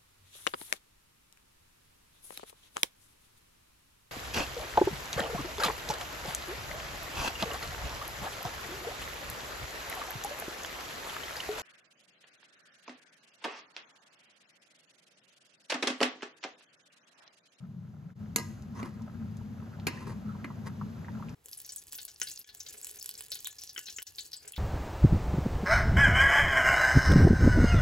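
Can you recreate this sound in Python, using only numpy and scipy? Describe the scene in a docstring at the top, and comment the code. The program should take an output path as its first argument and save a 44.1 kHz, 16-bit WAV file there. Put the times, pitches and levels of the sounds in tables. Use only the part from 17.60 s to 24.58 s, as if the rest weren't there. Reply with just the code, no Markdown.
"""In a kitchen, lentils simmer over a rumbling gas burner; a spoon knocks, stirs and scrapes, and thick soup plops.
Then a hard cut leads to a steel pot of melting ghee: dry snaps and pitched pops rattle over a fine sizzle.
Knocks and snaps are coloured impulses, bubbles are short decaying tones, and flame and room are filtered noise.
Pots answer with decaying modes and dense reflections, in two channels that are partly alike."""
import sys
import numpy as np
from scipy import signal
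from scipy.fft import rfft, irfft, next_fast_len
from scipy.io import wavfile
from scipy.ndimage import uniform_filter1d

SR = 44100
rng = np.random.default_rng(int(sys.argv[2]) if len(sys.argv) > 2 else 0)


def persist_wave(psi):
    """Save psi, clipped to +-1, as 16-bit WAV."""
    counts = np.round(np.clip(psi, -1, 1) * 32767).astype(np.int16)
    wavfile.write(sys.argv[1], SR, np.atleast_2d(counts).T)


N = 307818
TIME = np.arange(N) / SR  # [s]
CUT_S = 3.747  # the lentils end and the ghee begins

# spoon knocks: (time [s], relative level [dB], contact pitch [Hz], relative pot ring [dB], low thud [dB])
KNOCKS = [(0.7606, -20, 6650, -3, -8), (0.7838, -33.5, 4500, 0, 6.5), (.797, -37.5, 4600, 3, 13),
          (1.2291, -31, 2170, -7.5, 19.5), (2.269, -23.5, 2520, -2.5, -1.5), (2.283, -32, 1730, -33, 7),
          (2.845, -34, 1720, -2.5, 14)]
# spectrum of a knock before its own contact colour: (frequency [Hz], gain [dB])
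KNOCK_COLOUR = [(100, -8.5), (250, 14), (450, 4), (680, 0), (1000, -1.5), (2200, -2.5), (2750, -1),
                (3400, -11), (4150, 1), (5300, -5.5), (6050, -6.5), (7000, 0.5), (9200, 0.5), (11700, 1.5),
                (13200, -3.5), (14300, -7), (16000, -31)]
# modes of the lentil pot: (frequency [Hz], relative level [dB], T60 [s])
LENTIL_POT_MODES = [(338, -7.5, 0.77), (453, 2.5, 0.15), (955, 0, 0.26), (1032, 2, 0.23), (1226, -3.5, 0.3),
                    (1640, 1.5, 0.25), (1960, -2.5, 0.41), (2080, 5, 0.15), (2520, -6, 0.18),
                    (2850, -2.5, 0.14), (3970, -17, 0.11), (4360, -21.5, .45), (5400, -4.5, 0.34),
                    (6420, -9.5, 0.55), (6770, -6, 0.24), (7700, -11, 0.28), (12100, -7.5, .057)]


def spoon_knocks(contact_db=9, contact_octaves=0.26, dull_db=-9, ring_share=0.18):
    """Impact excitation: a short contact sets the spectrum, then the pot's modes and the kitchen answer."""
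    out, t = np.zeros((2, N)), seconds(size=22050)
    hz = np.geomspace(50, SR / 2, 200)
    for s, db, pitch, ring_db, thud_db in KNOCKS:
        contact = contact_db * np.exp(-(np.log2(hz / pitch) / contact_octaves) ** 2)
        # softer contacts lack treble: a loss per octave above twice the contact pitch
        dull = dull_db * np.log2(np.maximum(hz / pitch / 2, 1))
        thud = thud_db / (1 + (hz / 1000) ** 2)

        room = colour(echoes(t, t60=0.65, db=-2.5), [(3000, 2.5), (10000, -9.0)])
        crack = echoes(t, t60=0.0019, db=7) * amp(0.69 * np.interp(SR / 4, hz, dull))
        blow = (t == 0) + crack + echoes(t, t60=0.024, db=9) + echoes(t, t60=0.075, db=4.5) + room
        blow = colour(blow, np.c_[hz, read(KNOCK_COLOUR, hz) + contact + dull + thud])

        # the contact also decides which modes it excites
        drive = ring_share * contact + 2 * dull
        struck = [(f, d + np.interp(f, hz, drive), t60) for f, d, t60 in LENTIL_POT_MODES]
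        pot = unit(ring(t, struck, db=0)) * amp(ring_db - 6.5)
        add(out, s, amp(db - 19.5) * (unit(blow) + pot))
    return out


# strokes through the lentils: (time of hardest push [s], level [dB], rise [s], fall [s])
STROKES = [(1.17, -51.5, 0.013, 0.14), (1.25, -45, 0.01, 0.031), (2.39, -49.5, 0.06, 0.14),
           (2.475, -45.5, 0.0098, 0.041), (3.075, -44.5, 0.027, 0.013)]
# spectrum of the slips: (frequency [Hz], gain [dB])
STIR_COLOUR = [(150, 1.5), (350, 6), (700, -9), (1000, 2.5), (1300, -9), (1550, -5.5), (2000, -7.5),
               (3200, -21), (4800, -15), (6100, -20.5), (8000, -17), (13000, -29.5), (15500, -45)]


def stirring():
    """Stick-slip friction: lentils catch and slip under the spoon in clumps and excite the pot."""
    t = seconds(size=13230)
    body = (t == 0) + echoes(t, t60=0.09, db=1.5) + ring(t, LENTIL_POT_MODES, db=-8.0)
    slips = colour(bursts(per_s=760, spread_db=4.5) * clumps(db=3.0, size=400), STIR_COLOUR)
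    return swells(STROKES) * unit(signal.fftconvolve(slips, body, axes=1)[:, :N])


# scrapes of the spoon's edge: (time of height [s], level [dB], rise [s], fall [s], pitch then [Hz], width [Hz])
SCRAPES = [(1.22, -47.5, 0.057, 0.056, 1120, 270), (1.2, -61.5, 0.048, 0.021, 6000, 1700),
           (1.2, -50.5, 0.022, 0.015, 1040, 1800), (2.378, -47, 0.007, 0.013, 1850, 220),
           (2.7, -50, 0.034, 0.033, 1290, 230)]
SCRAPE_OCTAVES_PER_S = 2.4


def scraping():
    """Friction-driven resonance: the edge's chatter feeds narrow resonances that rise as it slides."""
    out = np.zeros((2, N))
    chatter = diffuse(N) * clumps(db=2, size=250)
    for s, db, rise, fall, hz, width in SCRAPES:
        slide = np.clip(TIME - s, -2 * rise, 2 * fall)
        glide = hz * 2 ** (SCRAPE_OCTAVES_PER_S * slide)
        once = resonate(chatter, glide, width)
        out += swells([(s, db, rise, fall)]) * unit(resonate(once, glide, width))
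    return out


# plops of thick soup: (time [s], peak before reflections [dB], pitch [Hz])
PLOPS = [(1.411, -49, 970), (1.809, -49, 930), (2.024, -46.5, 1060), (2.187, -48, 820), (2.468, -43, 1010),
         (2.473, -43, 390), (2.751, -42.5, 1020), (2.846, -37, 1150), (2.844, -32, 2110),
         (2.903, -38, 1060), (3.071, -40, 1820), (3.213, -32.5, 1110), (3.446, -43.5, 1840),
         (3.483, -38.5, 950), (3.484, -40, 1730), (3.597, -41, 940), (3.625, -36, 1140),
         (3.686, -42.5, 2500)]
# small bubbles ticking on the soup: (time [s], peak before reflections [dB], pitch [Hz])
TICKS = [(1.023, -41.5, 6140), (1.421, -43, 6000), (1.77, -40, 6950), (2.199, -38, 3320),
         (3.062, -42, 5960), (3.694, -38.5, 5400)]


def soup():
    """Bubble resonance: heavily damped tones, plops and ticks, reflected inside the pot."""
    plops, ticks, t = np.zeros(N), np.zeros(N), seconds(size=11025)
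    for s, db, hz in PLOPS:
        add(plops, s, amp(db) * bubble(t, hz, cycles=1.0))
    for s, db, hz in TICKS:
        add(ticks, s, amp(db) * bubble(t, hz, cycles=0.37))
    plop_space = (t == 0) + echoes(t, t60=0.064, db=0) + echoes(t, t60=0.28, db=-25)
    tick_space = (t == 0) + echoes(t, t60=0.068, db=-2.5)
    plops = signal.fftconvolve(plops[None], plop_space, axes=1)
    ticks = signal.fftconvolve(ticks[None], tick_space, axes=1)
    return (plops + ticks)[:, :N]


def simmering_bubbles(db=-7.0):
    """Random superposition: faint bubbles of many pitches break in clusters on the simmering surface."""
    t = seconds(size=4410)
    starts = bursts(per_s=380, spread_db=2.5) * clumps(db=5.5, size=2000)
    breaks = bubbles(starts, np.geomspace(650, 1700, num=24), cycles=0.68)
    space = (t == 0) + echoes(t, t60=0.025, db=8.5)
    return amp(db) * simmer() * unit(signal.oaconvolve(breaks[None], space, axes=1)[:, :N])


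# spectrum of the open flame: (frequency [Hz], gain [dB])
ROAR_COLOUR = [(20, -49), (40, -24), (62, -8), (78, -8.5), (97, 4), (112, -0.5), (150, 0), (190, -3),
               (214, 6), (240, -4.5), (290, -20), (420, -39), (600, -79)]
# spectrum of the flame behind the lid: (frequency [Hz], gain [dB])
LID_ROAR_COLOUR = [(20, -49), (60, -19), (100, -5), (135, 2.5), (185, 2.5), (235, -10), (320, -32.5),
                   (550, -86)]
# spectrum of gas hiss and simmering: (frequency [Hz], gain [dB])
SIMMER_COLOUR = [(190, -32.5), (330, -4), (649, -11.5), (971, -12), (1260, -15.5), (1410, -16.5),
                 (2280, -23), (2810, -24), (3150, -26), (7900, -31), (9100, -48.5), (11600, -32),
                 (14000, -42), (15000, -56.5)]
LID_S, LID_DB = 0.59, -45  # the lid leaves; flame level behind it before the stereo tilt
FLAME_DB, FLAME_DB_PER_S = -41, 1  # at half of CUT_S, before flutter and stereo tilt
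FLUTTER_DB = -1  # rms size of the flutter; the sign does not matter


def burner():
    """Turbulent combustion: low filtered noise flutters under the hiss of gas and simmering soup."""
    covered = amp(LID_DB) * unit(colour(diffuse(N), LID_ROAR_COLOUR))
    flame = amp(FLAME_DB + FLAME_DB_PER_S * (TIME - CUT_S / 2)) * clumps(db=FLUTTER_DB, size=3000)
    free = flame * unit(colour(diffuse(N), ROAR_COLOUR))
    roar = (lid() * covered + (1 - lid()) * free) * amp([[1.0], [-1.0]])  # louder at left
    return roar + amp(-1.22) * simmer() * unit(colour(diffuse(N), SIMMER_COLOUR))


def lid():
    """Shielding: 1 while the lid stands in front of the burner, then a short fade to 0."""
    return np.clip((LID_S - TIME) / .02 + .5, 0, 1)


SIMMER_DB, SIMMER_DB_PER_S, LID_SHADE_DB = -56.5, 2, -5  # reference level at half of CUT_S, rise, shading


def simmer():
    """Source strength: the simmering grows steadily and is shaded by the lid."""
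    return amp(SIMMER_DB + SIMMER_DB_PER_S * (TIME - CUT_S / 2) + LID_SHADE_DB * lid())


# loudest steam bubbles in the ghee: (time [s], relative level [dB], pitch [Hz], ring length [cycles])
POPS = [(3.925, -54, 11100, 5.1), (3.974, -48.5, 9600, 1.4), (4.047, -48.5, 5730, .8),
        (4.092, -42.5, 5560, 1.2), (4.121, -45.5, 7900, 0.93), (4.162, -44, 8600, 1.4),
        (4.181, -47.5, 6440, 1.6), (4.385, -43, 4200, 0.56), (4.48, -47.5, 6200, 0.46),
        (4.63, -41, 8940, 1.3), (4.672, -40.5, 4570, 0.84), (4.714, -44, 6960, 0.94),
        (4.89, -50, 4180, 0.71), (5.003, -41, 5960, 1.25), (5.064, -45.5, 4600, 0.58),
        (5.086, -46, 6800, 1.2), (5.229, -47, 7350, 1.5), (5.411, -46.5, 5100, 2.2),
        (5.586, -52, 4980, 2.2), (5.718, -35.5, 4700, 0.95), (5.756, -46, 3950, 0.61),
        (5.854, -39, 3680, 2.6), (5.985, -45.5, 5570, 1), (6.018, -45, 5500, 1.1),
        (6.093, -44.5, 5400, 1.24), (6.257, -45, 5870, 1.8), (6.268, -44.5, 4140, 0.9),
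        (6.284, -43.5, 3820, 0.48), (6.298, -45.5, 6100, 0.69), (6.363, -41.5, 6700, 1.6),
        (6.468, -44, 5900, 0.83), (6.584, -37, 4190, 0.98), (6.607, -46, 6860, 1.1),
        (6.732, -39, 4780, 1.27), (6.766, -49, 7770, 2.2), (6.877, -45, 7900, 0.83),
        (6.935, -47.5, 3070, 1.1), (6.963, -43, 3870, 0.61)]
# large steam pockets that spit: (time [s], relative level [dB], overtone [dB], relative size [ratio])
SPITS = [(4.6159, -30, 9.5, 0.98), (4.844, -41, 8, 0.83), (6.162, -40.5, -25, 0.94),
         (6.178, -37.5, 3, 0.97), (6.385, -39, 0.5, 0.96)]
# hollow ring of a spit of size 1: (frequency [Hz], relative level [dB], ring length [cycles])
SPIT_MODES = [(1534, -5.5, 0.88), (1905, -3, 1.33), (2774, -1, 2.1), (447, -21.5, 0.57)]
OVERTONE_HZ = 6080
# colour of the air in the steel pot: (frequency [Hz], gain [dB])
CAVITY_COLOUR = [(200, -3), (450, -2.5), (800, -2), (1200, -12), (1500, 0), (1900, -2.5), (2300, -0.5),
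                 (2950, -4.5), (3600, -1.5), (6400, -2), (16000, 7.5)]
# lesser pops: mean rate, level relative to the sizzle and its largest deviation
SMALL_POPS = dict(per_s=8, above_db=-0.5, spread_db=2)
# their usual pitch at the cut, its scatter, and its fall: bubbles grow as the pool deepens
SMALL_POP_HZ, SMALL_POP_OCTAVES, POP_SINK_OCTAVES_PER_S = 10230, 0.3, 0.2


def pops(walls, steel, crack_db=-7, scatter_db=-1, pop_direct_db=-3, spit_direct_db=-1.0,
         pop_ring_db=-2, spit_ring_db=-4, wall_db=-2):
    """Bubble and cavity resonance: each bubble cracks and rings; steel draws it out, less so for spits."""
    out, t = np.zeros((2, N)), seconds(size=4096)
    small = []
    for s, db in chance_bursts(**SMALL_POPS):
        octaves = SMALL_POP_OCTAVES * rng.standard_normal() - POP_SINK_OCTAVES_PER_S * (s - CUT_S)
        small.append((s, db, SMALL_POP_HZ * 2 ** octaves, rng.uniform(1, 1.9)))

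    crack = amp(crack_db) * (t == 0)
    tones = []
    for s, db, hz, cycles in POPS + small:
        burst = bouncing(bubble(t, hz, cycles, rise=0.033) + crack)
        tones.append((s, db, pop_direct_db, pop_ring_db, burst))
    overtone = bubble(t, OVERTONE_HZ, cycles=1.2)
    for s, db, bright_db, size in SPITS:
        hollow = sum(amp(d) * bubble(t, hz / size, cycles) for hz, d, cycles in SPIT_MODES)
        burst = hollow + amp(bright_db) * overtone + crack
        tones.append((s, db, spit_direct_db, spit_ring_db, burst))

    for s, db, direct_db, ring_db, burst in tones:
        near = (t == 0) + echoes(t, t60=0.0099, db=0.5)  # first bounces differ from spot to spot
        space = amp(wall_db) * walls + amp(ring_db) * steel
        add(space, 0, amp(direct_db) * near + echoes(t, t60=0.051, db=scatter_db))
        add(out, s, amp(db - 12.5) * unit(signal.fftconvolve(burst[None], space, axes=1)))
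    return colour(out * amp([[1.4], [-1.4]]), CAVITY_COLOUR)  # louder at left


# paths between the steel walls: mean time, spread as a share, first bounce, change per trip
ACROSS_S, ACROSS_SPREAD, FIRST_BOUNCE_DB, BOUNCE_DB = .0017, 0.55, -5, -1.5


def bouncing(x):
    """Multiple reflection: a burst crosses the pot on uneven paths, which roughens its decay."""
    out, draws = x.copy(), rng.uniform(-1, 1, size=(12, 2))
    times = np.cumsum(abs(ACROSS_S * (1 + ACROSS_SPREAD * draws[:, 0])))
    for trip, s in enumerate(times):
        add(out, s, np.sign(draws[trip, 1]) * amp(FIRST_BOUNCE_DB + BOUNCE_DB * trip) * x)
    return out


# loudest dry snaps of bursting droplets: (time [s], relative level [dB])
SNAPS = [(3.859, -38.5), (3.885, -40), (4.002, -36), (4.161, -32.5), (4.324, -33), (4.331, -31),
         (4.344, -39.5), (4.452, -30), (4.6, -35), (4.949, -37.5), (5.246, -27.5), (5.269, -32.5),
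         (5.375, -47), (5.427, -31), (5.46, -28.5), (5.492, -27.5), (5.608, -30), (5.719, -31),
         (5.754, -34), (5.846, -29), (5.872, -25), (6.037, -34), (6.192, -28.5), (6.421, -30),
         (6.427, -27.5), (6.922, -38.5)]
# spectrum shared by the snaps: (frequency [Hz], gain [dB])
SNAP_COLOUR = [(200, -17), (1100, -16.5), (1600, -12.5), (3000, -7.5), (6500, -1), (11000, 2.5),
               (15300, 0.5), (16500, -11)]
# lesser snaps: mean rate, level relative to the sizzle and its largest deviation
SMALL_SNAPS = dict(per_s=18, above_db=10.2, spread_db=2.7)
# bright band of each snap: height, width (also the scatter of its pitch), usual pitch
SNAP_PEAK_DB, SNAP_PEAK_OCTAVES, SNAP_HZ = 3, 0.23, 8330


def snaps(steel):
    """Impulsive radiation: droplets burst as brief coloured noise and set the steel ringing faintly."""
    clicks, t = np.zeros(N), seconds(size=64)
    hz = np.fft.rfftfreq(len(t), 1 / SR) + 1
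    for s, db in SNAPS + chance_bursts(**SMALL_SNAPS):
        pitch = SNAP_HZ * 2 ** (SNAP_PEAK_OCTAVES * rng.standard_normal())
        band = amp(SNAP_PEAK_DB * np.exp(-(np.log2(hz / pitch) / SNAP_PEAK_OCTAVES) ** 2))
        burst = irfft(rfft(rng.standard_normal(len(t))) * band) * amp(-60 * t / 0.0016)
        add(clicks, s, amp(db + 16.5) * burst / np.linalg.norm(burst))
    t = seconds(size=13230)
    space = (t == 0) + echoes(t, t60=0.018, db=-4) + amp(-5.0) * steel
    return signal.fftconvolve(colour(clicks, SNAP_COLOUR), space, axes=1)[:, :N]


# the sizzle flares as water in the ghee meets the steel:
# (time of height [s], relative level [dB], rise [s], fall [s])
FLARES = [(3.95, -54, 0.079, 0.63), (4.36, -53, 0.078, 0.084), (4.72, -49.5, 0.12, 0.15),
          (5.4, -49, 0.41, 0.86), (6.3, -58.5, 0.058, 1.0)]
# spectrum of the dry bursts: (frequency [Hz], gain [dB])
SIZZLE_COLOUR = [(300, -4), (1200, -28), (1700, -8), (2300, -4.5), (3300, -2), (6500, 2), (11500, 3.5),
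                 (15500, 0), (16500, -37)]


def sizzle(steel, fizz_db=-1):
    """Random superposition: clustered dry bursts and tiny ringing bubbles are blurred by the pot."""
    cluster, t = clumps(db=3.0, size=1800), seconds(size=13230)
    dry_bursts = unit(colour(bursts(per_s=200, spread_db=2.0) * cluster, SIZZLE_COLOUR))
    starts = bursts(per_s=200, spread_db=11.5) * cluster
    fizz = unit(bubbles(starts, np.geomspace(5000, 14000, num=30), cycles=0.91))
    space = (t == 0) + echoes(t, t60=0.023, db=-4) + amp(-7.0) * steel
    blurred = signal.oaconvolve(dry_bursts + amp(fizz_db) * fizz, space, axes=1)[:, :N]
    return amp(-1.0) * swells(FLARES) * unit(blurred)


def chance_bursts(per_s, above_db, spread_db):
    """Jittered point process: rows of (time [s], level [dB]) in the ghee that follow the sizzle's level."""
    draws, sizzling = rng.random((120, 2)), swells(FLARES)
    times = CUT_S + (np.arange(len(draws)) + draws[:, 0]) / per_s
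    sizes = above_db + spread_db * (2 * draws[:, 1] - 1)
    return [(s, db + 20 * np.log10(sizzling[int(s * SR)] + 1e-9))
            for s, db in zip(times, sizes) if s < TIME[-1]]


# a soft lump settles on the hot steel and sputters: (time of height [s], level [dB], rise [s], fall [s])
SPUTTERS = [(5.18, -60.5, 0.077, 0.092), (5.6, -67, 0.7, 0.3), (6.88, -60.5, 0.071, 0.036)]
# spectrum of the puffs: (frequency [Hz], gain [dB])
SPUTTER_COLOUR = [(150, -21), (300, -12), (430, 0.5), (580, -10), (690, -0.5), (780, -9), (865, -12),
                  (1050, -12.5), (1700, -9), (3000, -7.5), (6000, -36)]


def sputter():
    """Pulsed flow: steam trapped under the soft lump escapes in dull, uneven puffs."""
    puffs = colour(bursts(per_s=160, spread_db=5.0) * clumps(db=1.5, size=900), SPUTTER_COLOUR)
    space = echoes(seconds(size=8820), t60=0.056, db=0)
    return swells(SPUTTERS) * unit(signal.fftconvolve(puffs, space, axes=1)[:, :N])


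# larger bubbles in the soft ghee: (time [s], peak before reflections [dB], pitch [Hz])
BLUBS = [(3.857, -53.5, 460), (4.951, -62, 686), (5.138, -64, 430), (5.184, -56, 458), (5.311, -56.5, 450),
         (6.864, -66, 436)]


def blubs():
    """Bubble resonance: larger bubbles break with a low note that the pot's reflections hold briefly."""
    out, t = np.zeros(N), seconds(size=8820)
    for s, db, hz in BLUBS:
        add(out, s, amp(db) * bubble(t, hz, cycles=1.0, rise=0.044))
    space = (t == 0) + echoes(t, t60=0.074, db=-2)
    return signal.fftconvolve(out[None], space, axes=1)[:, :N]


# spectrum of the kitchen background: (frequency [Hz], gain [dB])
KITCHEN_COLOUR = [(20, -15), (75, 8.5), (200, -4.5), (320, -7), (430, -1), (570, -11.5), (750, -5.5),
                  (1050, -9.5), (2500, -13.5), (6000, -19.5)]
KITCHEN_DB = -68.5


def kitchen():
    """Diffuse background field: low steady noise of the room and a small flame."""
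    return amp(KITCHEN_DB) * unit(colour(diffuse(N), KITCHEN_COLOUR))


def bubble(t, hz, cycles, rise=0):
    """Damped oscillator: a gas pocket swells and rings down; its pitch may rise by a share as it opens."""
    u = t * hz / cycles
    return u * np.exp(1 - u) * np.sin(2 * np.pi * hz * t * (1 + rise * np.tanh(u / 2) - rise / 2))


def bubbles(clicks, pitches, cycles):
    """Superposition: every click starts a bubble of one of the given pitches."""
    out, t = np.zeros(N), seconds(size=600)
    shapes = [unit(bubble(t, hz, cycles)) for hz in pitches]
    pick = rng.integers(0, len(pitches), N)
    for at in np.flatnonzero(clicks):
        add(out, at / SR, clicks[at] * shapes[pick[at]])
    return out


def bursts(per_s, spread_db):
    """Random point process: clicks of either sign, a few much larger than the rest."""
    chance, size = rng.random(N), rng.standard_exponential(N)
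    at, out = np.flatnonzero(chance < per_s / SR), np.zeros(N)
    out[at] = (-1.0) ** at * amp(spread_db * np.minimum(size[at], 3.5))
    return out


def clumps(db, size):
    """Slow random modulation: a gain that gathers sound into clusters about size samples long."""
    smooth = uniform_filter1d(uniform_filter1d(rng.standard_normal(N), size), size // 2)
    return amp(db * unit(smooth))


def swells(rows):
    """Power addition: rounded swells from rows of (time [s], level [dB], rise [s], fall [s])."""
    power = 0
    for s, db, rise, fall in rows:
        width = np.where(TIME < s, rise, fall)
        power = power + amp(db) ** 2 * np.exp(-2 * ((TIME - s) / width) ** 2)
    return np.sqrt(power)


# side partials of a mode: mean distance of the outer pair at 1 kHz, and their level
SPLIT_HZ, SPLIT_DB = 29.2, -8


def ring(t, modes, db):
    """Modal decay: a pot's modes, each split into close partials that beat, with a total energy of db."""
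    tone = np.zeros((2, len(t)))
    for hz, d, t60 in modes:
        for side in np.linspace(-1, 1, num=5):
            partial = hz + side * SPLIT_HZ * (hz / 1000) ** .5 * (.5 + rng.random())
            cycles = partial * t + rng.random() + rng.random((2, 1)) / np.pi
            tone += amp(d + SPLIT_DB * abs(side) - 60 * t / t60) * np.sin(2 * np.pi * cycles)
    return amp(db) * unit(tone) / np.sqrt(len(t))


def echoes(t, t60, db):
    """Reverberant decay: dense dying reflections with a total energy of db."""
    tail = diffuse(len(t)) * amp(-60 * t / t60) * (1 - np.exp(-t / .0005))
    return amp(db) * unit(tail) / np.sqrt(len(t))


def resonate(x, hz, width):
    """Heterodyne resonance: a one-pole low-pass, shifted in frequency, follows the curve hz."""
    turn = np.exp(2j * np.pi * np.cumsum(hz * np.ones(N)) / SR)
    r = np.exp(-np.pi * width / SR)
    return 2 * (turn * signal.lfilter([1 - r], [1, -r], x / turn)).real


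def colour(x, points):
    """Minimum-phase filtering: a causal filter with the given spectrum."""
    size = 8192
    gain_db = np.maximum(read(points, abs(np.fft.fftfreq(size, 1 / SR))), -100)
    log_gain = np.log(amp(gain_db))
    taps = np.fft.ifft(np.exp(np.conj(signal.hilbert(log_gain)))).real[:size // 2]
    return signal.oaconvolve(np.atleast_2d(x), taps[None], axes=1)[:, :x.shape[-1]]


# likeness of the two channels of diffuse sound: (frequency [Hz], correlation [ratio])
LIKENESS = [(60, 0.99), (200, 0.94), (450, 0.64), (900, 0.15), (2500, 0.31), (5500, 0.97), (7000, 1),
            (16000, 1)]


def diffuse(size):
    """Interchannel coherence: stereo noise whose channels are alike by an amount that varies with frequency."""
    a, b = rfft(rng.standard_normal((2, size)))
    same = np.clip(read(LIKENESS, np.fft.rfftfreq(size, 1 / SR)), -1, 1)
    return irfft(np.array([a, same * a + np.sqrt(1 - same ** 2) * b]), size)


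def shift_phase(x, phase):
    """Interchannel phase: left and right are out of step, by an amount that varies with frequency."""
    size = next_fast_len(N + 4096)
    turn = np.exp(.5j * read(phase, np.fft.rfftfreq(size, 1 / SR)))
    return irfft(rfft(x, size) * np.array([turn, 1 / turn]), size)[:, :N]


def amp(db):
    """Logarithmic level: decibels to gain."""
    return 10 ** (np.asarray(db) / 20)


def unit(x):
    """Root-mean-square normalisation: scales to rms 1."""
    return x / np.sqrt(np.mean(x ** 2) + 1e-20)


def read(points, hz):
    """Logarithmic frequency scale: interpolates a table along it."""
    f, value = np.transpose(points)
    return np.interp(np.log(hz + 1), np.log(f + 1), value)


def add(mix, s, sound):
    """Linear superposition: mixes a sound in at time s."""
    part = mix[..., round(s * SR):][..., :sound.shape[-1]]
    part += sound[..., :part.shape[-1]]


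def seconds(size):
    """Uniform sampling: time axis of a short sound."""
    return np.arange(size) / SR


# phase of the left channel relative to the right, lentil pot: (frequency [Hz], phase [rad])
LENTIL_PHASE = [(20, -0.5), (430, 0.73), (780, -0.72), (2150, 1), (5860, -1.6), (6800, 1.35), (8350, 2.5),
                (10200, 4.5), (11200, 7.5), (13300, 7), (14700, 10.5)]
# phase of the left channel relative to the right, ghee pot: (frequency [Hz], phase [rad])
GHEE_PHASE = [(20, 0.5), (6500, 1), (7700, 0.1), (8900, -3.5), (11200, -6), (13200, -9.5), (15000, -11.5)]
# modes of the steel pot: (frequency [Hz], relative level [dB], T60 [s])
STEEL_MODES = [(1492, 0, 0.18), (1720, 2.5, 0.37), (2750, -9.5, 0.69), (3030, 6, 0.19), (3295, -2, 0.22),
               (3450, 0.5, 0.21), (3732, 3, 0.091), (4010, -8, 0.34), (4090, -1, 0.28), (4440, -4, 0.36),
               (4880, -6.5, 0.48), (5800, -2, 0.26), (6600, -13, 0.088), (6970, 3, 0.16)]
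# the level dips briefly: (time [s], depth [dB], half-width [s])
DIPS = [(0.544, -18.5, 0.012), (4.853, -19.5, 0.018), (6.446, -20.5, 0.016)]


def scene():
    """Superposition of sources: the lentil pot, then a hard cut to the ghee pot."""
    lentils = burner() + simmering_bubbles() + stirring() + scraping() + spoon_knocks() + soup()
    lentils = shift_phase(lentils, LENTIL_PHASE)

    t = seconds(size=13230)
    walls, steel = echoes(t, t60=0.13, db=-4.0), ring(t, STEEL_MODES, db=-5.5)  # shared by the bursts
    ghee = pops(walls, steel) + snaps(walls + steel) + sizzle(walls + steel)
    ghee = shift_phase(ghee + sputter() + blubs() + kitchen(), GHEE_PHASE)

    after = np.clip((TIME - CUT_S) / .005 + .5, 0, 1)
    dips = amp(sum(db * np.exp(-((TIME - s) / width) ** 2) for s, db, width in DIPS))
    return dips * ((1 - after) * lentils + after * ghee)


EDGE_HZ = 16100


def record(dry):
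    """Band limitation: a steep linear-phase low-pass removes the highest treble."""
    taps = signal.firwin(511, EDGE_HZ, window=("kaiser", 9), fs=SR)
    return signal.oaconvolve(dry, taps[None], "same")


dry = scene()
out = record(dry)
persist_wave(out)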